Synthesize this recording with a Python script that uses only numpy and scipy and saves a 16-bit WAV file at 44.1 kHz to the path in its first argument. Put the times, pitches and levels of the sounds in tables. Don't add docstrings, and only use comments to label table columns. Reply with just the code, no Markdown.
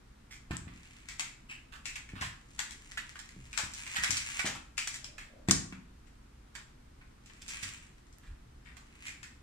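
import sys
import numpy as np
from scipy import signal
from scipy.fft import rfft, irfft
from scipy.io import wavfile

SR = 44100
rng = np.random.default_rng(int(sys.argv[2]) if len(sys.argv) > 2 else 0)


def output_pcm(signal):
    pcm = np.clip(np.atleast_2d(signal).T, -1, 1) * 32767
    wavfile.write(sys.argv[1], SR, np.round(pcm).astype(np.int16))


N = 415422


def from_db(db):
    return 10 ** (np.asarray(db) / 20)


def rms_one(x):
    return x / np.sqrt(np.mean(x ** 2) + 1e-20)


def energy_one(x):
    return x / np.sqrt(np.sum(x ** 2, axis=-1, keepdims=True) + 1e-20)


def at_hz(points, hz):
    known, values = np.transpose(points)
    return np.interp(np.log(np.maximum(hz, 1)), np.log(known), values)


def swell(s, hold_s, rise_db_per_s, fall_db_per_s):
    t = np.arange(N) / SR - s
    before, after = np.minimum(t, 0), np.maximum(t - hold_s, 0)
    return from_db(rise_db_per_s * before - fall_db_per_s * after)


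def colour(x, spectrum, size=4096):
    hz = np.arange(size // 2 + 1) * SR / size
    cepstrum = irfft(np.log(from_db(at_hz(spectrum, hz))))
    cepstrum[1:size // 2] *= 2
    cepstrum[size // 2 + 1:] = 0
    response = irfft(np.exp(rfft(cepstrum)))
    return signal.fftconvolve(x, response)[:len(x)]


def ring(x, hz, t60):
    r, w = from_db(-60 / (t60 * SR)), 2 * np.pi * hz / SR
    return signal.lfilter([0, np.sin(w)], [1, -2 * r * np.cos(w), r * r], x + 1e-18)


def grains(length, per_s, spread_db):
    sizes = from_db(spread_db * np.minimum(rng.exponential(1, length), 4))
    signs = rng.choice([-1, 1], length)
    return sizes * signs * (rng.random(length) < per_s / SR)


def add(out, s, sound):
    part = out[..., max(round(s * SR), 0):][..., :sound.shape[-1]]
    part += sound[..., :part.shape[-1]]


# (f/Hz, correlation/1)
LIKENESS = [(50, 1), (130, 0.97), (280, 0.82), (550, -0.56), (1200, 0.023), (2300, 0.15), (8000, -0.13)]


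def stereo_noise(length):
    alike = np.clip(at_hz(LIKENESS, np.arange(length // 2 + 1) * SR / length), -.99, .999)
    mid, side = rfft(rng.standard_normal((2, length)))
    mid, side = mid * np.sqrt(1 + alike), side * np.sqrt(1 - alike)
    return irfft(np.array([mid + side, mid - side]), length)


# (f/Hz, t60/s)
ROOM_T60 = [(100, 0.63), (400, 0.51), (1000, 0.52), (2200, 0.44), (5000, 0.41), (8000, 0.39), (15000, 0.3)]


def room_tail(gap_s, early=0.99, early_s=0.22, size=28000, count=9):
    t, hz = np.arange(size) / SR, np.arange(size // 2 + 1) * SR / size
    noise, centres, tail = rfft(stereo_noise(size)), np.geomspace(100, 15000, count), 0
    for centre, share in zip(centres, np.eye(count)):
        band = irfft(noise * at_hz(np.c_[centres, share], hz))
        tail = tail + band * from_db(-60 * t / at_hz(ROOM_T60, centre))
    onset = 1 - np.exp(-(t / gap_s) ** 2)
    return energy_one(tail * onset * (1 + early * np.exp(-t / early_s)))


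def in_room(sound, tail, wet_db, pan_db, lag):
    out = from_db(wet_db) * signal.fftconvolve(sound[None], tail, axes=1)
    left, right = energy_one(from_db(np.array([pan_db, -pan_db]) / 2)) * np.sqrt(2)
    add(out[0], 0, left * sound)
    add(out[1], max(lag, 0), right * sound)
    return out


# (f/Hz, level/dB)
AMBIENCE = [(12, -45), (20, -4), (65, -2), (91, -13.5), (123, -7.5), (172, -16), (234, -12.5), (367, -21),
            (574, -26), (759, -26.5), (1290, -26), (2990, -33.5), (6910, -39), (8410, -39), (16000, -56)]
AMBIENCE_DB = -56
# (t/s at full strength, hold/s, level/dB)
BUMP = (8.26, 0.087, -45.5)


def background():
    air = rms_one(np.array([colour(side, AMBIENCE) for side in stereo_noise(N)]))
    low_band = signal.butter(2, [26, 60], "band", fs=SR, output="sos")
    deep = rms_one(signal.sosfilt(low_band, rng.standard_normal(N)))
    s, hold_s, db = BUMP
    bump = from_db(db) * swell(s, hold_s, rise_db_per_s=570, fall_db_per_s=395) * deep
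    return from_db(AMBIENCE_DB) * air + bump


# (t/s at full strength, hold/s, level/dB)
SQUEAKS = [(5.088, .03, -69), (5.366, 0.032, -62.5)]


def squeak(pitch_hz=600):
    slips = rms_one(ring(grains(N, per_s=500, spread_db=2), pitch_hz, .022))
    strength = sum(from_db(db) * swell(s, hold_s, rise_db_per_s=120, fall_db_per_s=197.5)
                   for s, hold_s, db in SQUEAKS)
    return in_room(strength * slips, room_tail(gap_s=0.0063), 0, 0, 0)[:, :N]


# (f/Hz, level per Hz/dB)
BOARD = [(300, -36), (550, -18.5), (800, -11), (1200, -6), (1800, 1.5), (2600, 6.5), (3400, -4.5),
         (5000, -11.5), (9000, -32), (15000, -32.5)]
# (f/Hz, level per Hz/dB)
SCALES = [(1500, -0.5), (3000, -1.5), (5000, -2), (7600, 6), (9000, -1), (11000, -19), (15000, -21)]
# (t/s at full speed, hold/s, board level/dB, hiss level/dB)
SLIDES = [(0.75, 0.36, -64.5, -67), (2.534, 0.19, -75, -64), (2.845, 0.85, -69, -66.5),
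          (3.763, 0.27, -56.5, -53.5), (4.027, 0.14, -48, -50), (4.312, 0.0793, -48.5, -45),
          (7.524, 0.19, -51.5, -51), (9.056, 0.016, -53, -56)]
SLIDE_RISE_DB_PER_S, SLIDE_FALL_DB_PER_S = 124, 126


def sliding(wet_db=-2, lowest_hz=950):
    catches = grains(N, per_s=1000, spread_db=5.0)
    catches = signal.sosfilt(signal.butter(2, lowest_hz, "high", fs=SR, output="sos"), catches)
    board, hiss = rms_one(colour(catches, BOARD)), rms_one(colour(catches, SCALES))
    sound = 0
    for s, hold_s, board_db, hiss_db in SLIDES:
        speed = swell(s, hold_s, SLIDE_RISE_DB_PER_S, SLIDE_FALL_DB_PER_S)
        sound = sound + speed * (from_db(board_db) * board + from_db(hiss_db) * hiss)
    return in_room(sound, room_tail(gap_s=0.00067), wet_db, 0, 0.00021)[:, :N]


# (f/Hz, level per Hz/dB)
TIP = [(1500, -77), (3000, -0.5), (4200, 0), (5700, 4), (6500, 2.5), (7600, 6), (8500, -3), (9400, -4),
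       (10800, -17), (15000, -22)]


def claw(force, bright_db, hz, ring_db, ring_t60):
    board = energy_one(colour(force, BOARD))
    ringing = energy_one(ring(board, hz, ring_t60))
    board = energy_one(board + from_db(ring_db) * ringing)
    return board + from_db(bright_db) * energy_one(colour(force, TIP))


STRAY_PER_S, STRAY_DB, STRAY_FADE_DB_PER_S = 12, -65.5, 43


def stray_ticks(wet_db=0):
    moving = np.max([swell(s, hold_s, STRAY_FADE_DB_PER_S, STRAY_FADE_DB_PER_S)
                     for s, hold_s, *_ in SLIDES], axis=0)
    force = grains(N, per_s=STRAY_PER_S, spread_db=3.5)
    ticks = rms_one(claw(force, bright_db=0, hz=2040, ring_db=-0.5, ring_t60=.003))
    sound = from_db(STRAY_DB) * moving * ticks
    return in_room(sound, room_tail(gap_s=0.0018), wet_db, 0, .0002)[:, :N]


# (f/Hz, level/dB, t60/s)
FLOOR_MODES = [(58.4, -8.5, 0.18), (83.8, 3, 0.12), (119.5, -0.5, 0.19), (148.5, -7, 0.094),
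               (177.5, 1.5, 0.21), (215.4, -2, 0.1), (265, -1, 0.098), (318, -5.5, 0.061),
               (420, -17, 0.0098), (715, -6, 0.021), (900, -17, 0.031)]
# (t/s, level/dB, hardness/dB, pitch f/Hz)
THUDS = [(.508, -4, -3.5, 88), (.671, -18, -11, 208), (2.135, -13.5, -25, 142), (2.214, -13, -43, 72),
         (3.364, -20.5, -37, 145), (3.635, -14.5, -44, 101), (3.986, -16.5, -46, 114),
         (4.096, -13, -19, 103), (4.445, -10, 6, 303), (5.486, 3, 4, 215), (5.495, 1, -12, 180),
         (5.725, -16.5, -12, 235), (7.629, -19, -43, 72.6)]
SETTLE_S, SETTLE_DB = .03, -3.5


def thuds(wet_db=-3, hard_hz=400, usual_hardness_db=-16, octave_db=9, settle_hz=250, size=16000, count=5):
    out, blow = np.zeros((2, N)), signal.unit_impulse(size)
    settle = signal.lfilter(*signal.butter(1, settle_hz, fs=SR), blow)
    add(blow, SETTLE_S, from_db(SETTLE_DB) * settle)
    tails = [room_tail(gap_s=0.0045) for _ in range(count)]
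    radiation = signal.butter(2, [68, 1100], "band", fs=SR, output="sos")
    for k, (s, db, hardness_db, pitch_hz) in enumerate(THUDS):
        boom = 0
        for hz, mode_db, t60 in FLOOR_MODES:
            upper = hz ** 2 / (hz ** 2 + hard_hz ** 2)
            octaves_away = abs(np.clip(np.log2(hz / pitch_hz), -2, 1))
            hardness_gain_db = upper * (hardness_db - usual_hardness_db)
            strength = from_db(mode_db + hardness_gain_db - octave_db * octaves_away)
            boom = boom + strength * ring(blow, hz * (1 + rng.normal(0, 0.034)), t60)
        boom = energy_one(signal.sosfilt(radiation, boom))
        add(out, s, in_room(from_db(db) * boom, tails[k % count], wet_db, 0, 0))
    return out


# (f/Hz, level per Hz/dB)
CRACK = [(700, -17), (1100, -11), (2500, -15.5), (4000, -13.5), (5800, -9), (7500, -11.5), (9000, -14),
         (10500, -20.5), (15000, -35)]
# (t/s, level/dB, ringing f/Hz, ringing t60/s, left-right level/dB)
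CLACKS = [(.5686, -14.5, 7800, 0.002, 26), (4.108, -8, 6700, .002, 5), (4.8746, -14.5, 5850, 0.0055, 16),
          (5.044, -16.5, 5300, .004, 17), (5.5103, 5.5, 7200, .0017, 22), (5.5129, 4, 6000, 0.0007, -7),
          (5.5167, -3.5, 8500, 0.005, -15), (7.635, -24, 7500, .002, 6), (8.185, -36.5, 13000, 0.0005, -21)]


def clacks(crack_db=-8, wet_db=-4, lag=.00008, size=2048):
    out, tail = np.zeros((2, N)), room_tail(gap_s=0.00069)
    crack = energy_one(colour(signal.unit_impulse(size), CRACK))
    for s, db, hz, t60, pan_db in CLACKS:
        ping = energy_one(ring(ring(crack, hz, t60), hz, t60))
        sound = energy_one(ping + from_db(crack_db) * crack)
        add(out, s, in_room(from_db(db) * sound, tail, wet_db, pan_db, lag))
    return out


def slip(bright_db, hz, swell_s, size=8192):
    t = np.arange(size) / SR
    force = grains(size, per_s=3000, spread_db=4.0) * t * np.exp(-t / max(swell_s, .002))
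    return claw(force, bright_db, hz, ring_db=-1.5, ring_t60=0.004)


# (t/s, board level/dB, claw tip over board level/dB, board f/Hz, left-right level/dB, swell time/s)
SCRATCHES = [(.305, -21, -1, 2260, -5, 0.018), (.522, -19, -9, 1500, 0, 0.013),
             (1.487, -14, -9.5, 3000, 0, 0.02), (1.718, -19, -7.5, 1610, -12, 0.018),
             (2.222, -13, -19, 960, 2, 0.0049), (2.972, -8, -8, 1870, -2, 0.0076),
             (3.586, -12.5, -14, 766, 6, .006), (3.954, -2, -7, 1930, -7.5, .011),
             (4.444, -9, -18, 467, 18, 0.016), (4.452, -7, 1.5, 1930, -1, 0.012),
             (4.548, -18, -5, 1150, 4, 0.0076), (4.934, -17, 4, 2080, 1, .011),
             (5.041, -22.5, 2, 5200, -4, 0.0089), (6.44, -45, -16, 1410, 0, .018),
             (7.415, -29.5, 6, 3000, -6, 0.0052), (8.22, -29.5, -8, 1660, -7, 0.03),
             (8.65, -23, -14, 2130, 13, 0.024), (9.058, -14, -3, 2450, -1.5, 0.017)]


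def scratches(wet_db=-1.5, lag=.0002, count=6):
    out, tails = np.zeros((2, N)), [room_tail(gap_s=0.00044) for _ in range(count)]
    for k, (s, db, bright_db, hz, pan_db, swell_s) in enumerate(SCRATCHES):
        sound = from_db(db) * slip(bright_db, hz, swell_s)
        add(out, s, in_room(sound, tails[k % count], wet_db, pan_db, lag * rng.uniform(0, 2)))
    return out


def tap(bright_db, hz, catch_s=0.0037, touch_s=.00097, first=1.9, size=4096):
    t = np.arange(size) / SR
    envelope = (1 - np.exp(-t / touch_s)) * np.exp(-t / catch_s)
    force = grains(size, per_s=3000, spread_db=4.5) * envelope
    force[0] = first
    return claw(force, bright_db, hz, ring_db=1, ring_t60=0.0014)


# (t/s, board level/dB, claw tip over board level/dB, board f/Hz,
# mean left-right level/dB, skid over landing level/dB)
STEPS = [(.5094, -15.5, -9.5, 1270, -3, -6), (.6777, -27.5, -17, 1190, -8, -4.5),
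         (1.0865, -20.5, 0.5, 2260, 3, -1.5), (1.1956, -9.5, 0.5, 2270, 0, -7),
         (1.8559, -14.5, -0.5, 2920, 0, -1), (1.9568, -14.5, -4, 2520, 0, -20),
         (2.0897, -26, -8, 2230, 2, -5), (2.1553, -24, -13.5, 1300, -2, 6), (2.2102, -15, -3.5, 1850, 2, 6),
         (2.5915, -8.5, -0.5, 1960, 1, -10), (2.7082, -26.5, 5.5, 2280, 5, -9),
         (3.1566, -22, -11, 1560, -2, -16), (3.1911, -24, 3.5, 1740, -17, -17),
         (3.5298, -19, -3, 2650, -3, -2), (3.5754, -7, 1.5, 1740, 3.5, -4.5),
         (3.7362, -28, 11, 1880, -4, -8), (3.8656, -18, -3.5, 2330, -1, -4), (3.9438, -17, -4, 2170, 1, -8),
         (4.036, -3, -2, 1900, -5, -17), (4.1063, -12.5, 8.5, 2220, 2, -5),
         (4.1688, -14.5, 8, 2230, 0, -24), (4.3936, -4.5, -6, 1980, -10, -19),
         (4.779, -7.5, -1, 3050, 0, -3.5), (4.8733, -15, 4.5, 2010, -2, -20.5),
         (5.1814, -20, -6, 2100, -3, 0), (5.486, -6.5, -4, 1950, 0.5, -23.5),
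         (5.724, -22.5, -16, 1380, -1, -14), (6.0705, -40, -2.5, 2340, 9, -18),
         (6.552, -20, -1, 1400, -4, -6), (7.0119, -32.5, -26, 1300, -2, -18), (7.2599, -37, 5, 3120, 0, -3),
         (7.2987, -30, -12.5, 1680, 2, -20), (7.4812, -27.5, 10.5, 2600, -10, 1),
         (7.6302, -15.5, 2.5, 2310, -17, -8), (8.1254, -46.5, 9, 1800, 4, -14.5),
         (8.768, -27.5, -2, 1070, -13, -10.5), (9.2305, -22.5, -2, 2060, -3, -4)]
LEAD_S, LEAD_DB = .011, -19
NEXT_CLAW_S, NEXT_CLAW_DB = .009, -5
PAN_SCATTER_DB = 6


def steps(skid_s=0.018, skid_tip_db=-1.0, lead_swell_s=0.00577, wet_db=-0.4, lag=.0002, count=8):
    out, tails = np.zeros((2, N)), [room_tail(gap_s=0.0015) for _ in range(count)]
    for k, (s, db, bright_db, hz, pan_db, skid_db) in enumerate(STEPS):
        lead_in = from_db(LEAD_DB) * slip(bright_db, hz, lead_swell_s)
        landing = tap(bright_db, hz)
        next_s = NEXT_CLAW_S * rng.uniform(.8, 1.2)
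        next_claw = from_db(NEXT_CLAW_DB) * tap(bright_db, hz)
        skid = from_db(skid_db) * slip(bright_db + skid_tip_db, hz, skid_s)
        parts = [(-LEAD_S, lead_in), (0, landing), (next_s, next_claw), (0, skid)]
        for after_s, sound in parts:
            side_db = pan_db + rng.normal(0, PAN_SCATTER_DB)
            placed = in_room(from_db(db) * sound, tails[k % count], wet_db, side_db, lag * rng.uniform(0, 2))
            add(out, s + after_s, placed)
    return out


def scene():
    floor = squeak() + sliding() + stray_ticks() + thuds() + clacks() + scratches() + steps()
    return background() + floor


# (f/Hz, left-right level/dB)
PORTS = [(60, -0.5), (120, 1), (240, 0), (480, -1.5), (950, 2), (1890, -0.5), (3770, 0.5), (7520, 3),
         (15000, -7.5)]
CUTOFF_HZ = 15500


def record(dry):
    heard = [colour(side, np.array(PORTS) * [1, share]) for side, share in zip(dry, (.5, -.5))]
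    limited = np.clip(heard, -.9, .9)
    return signal.sosfilt(signal.ellip(10, .2, 80, CUTOFF_HZ, fs=SR, output="sos"), limited)


dry = scene()
out = record(dry)
output_pcm(out)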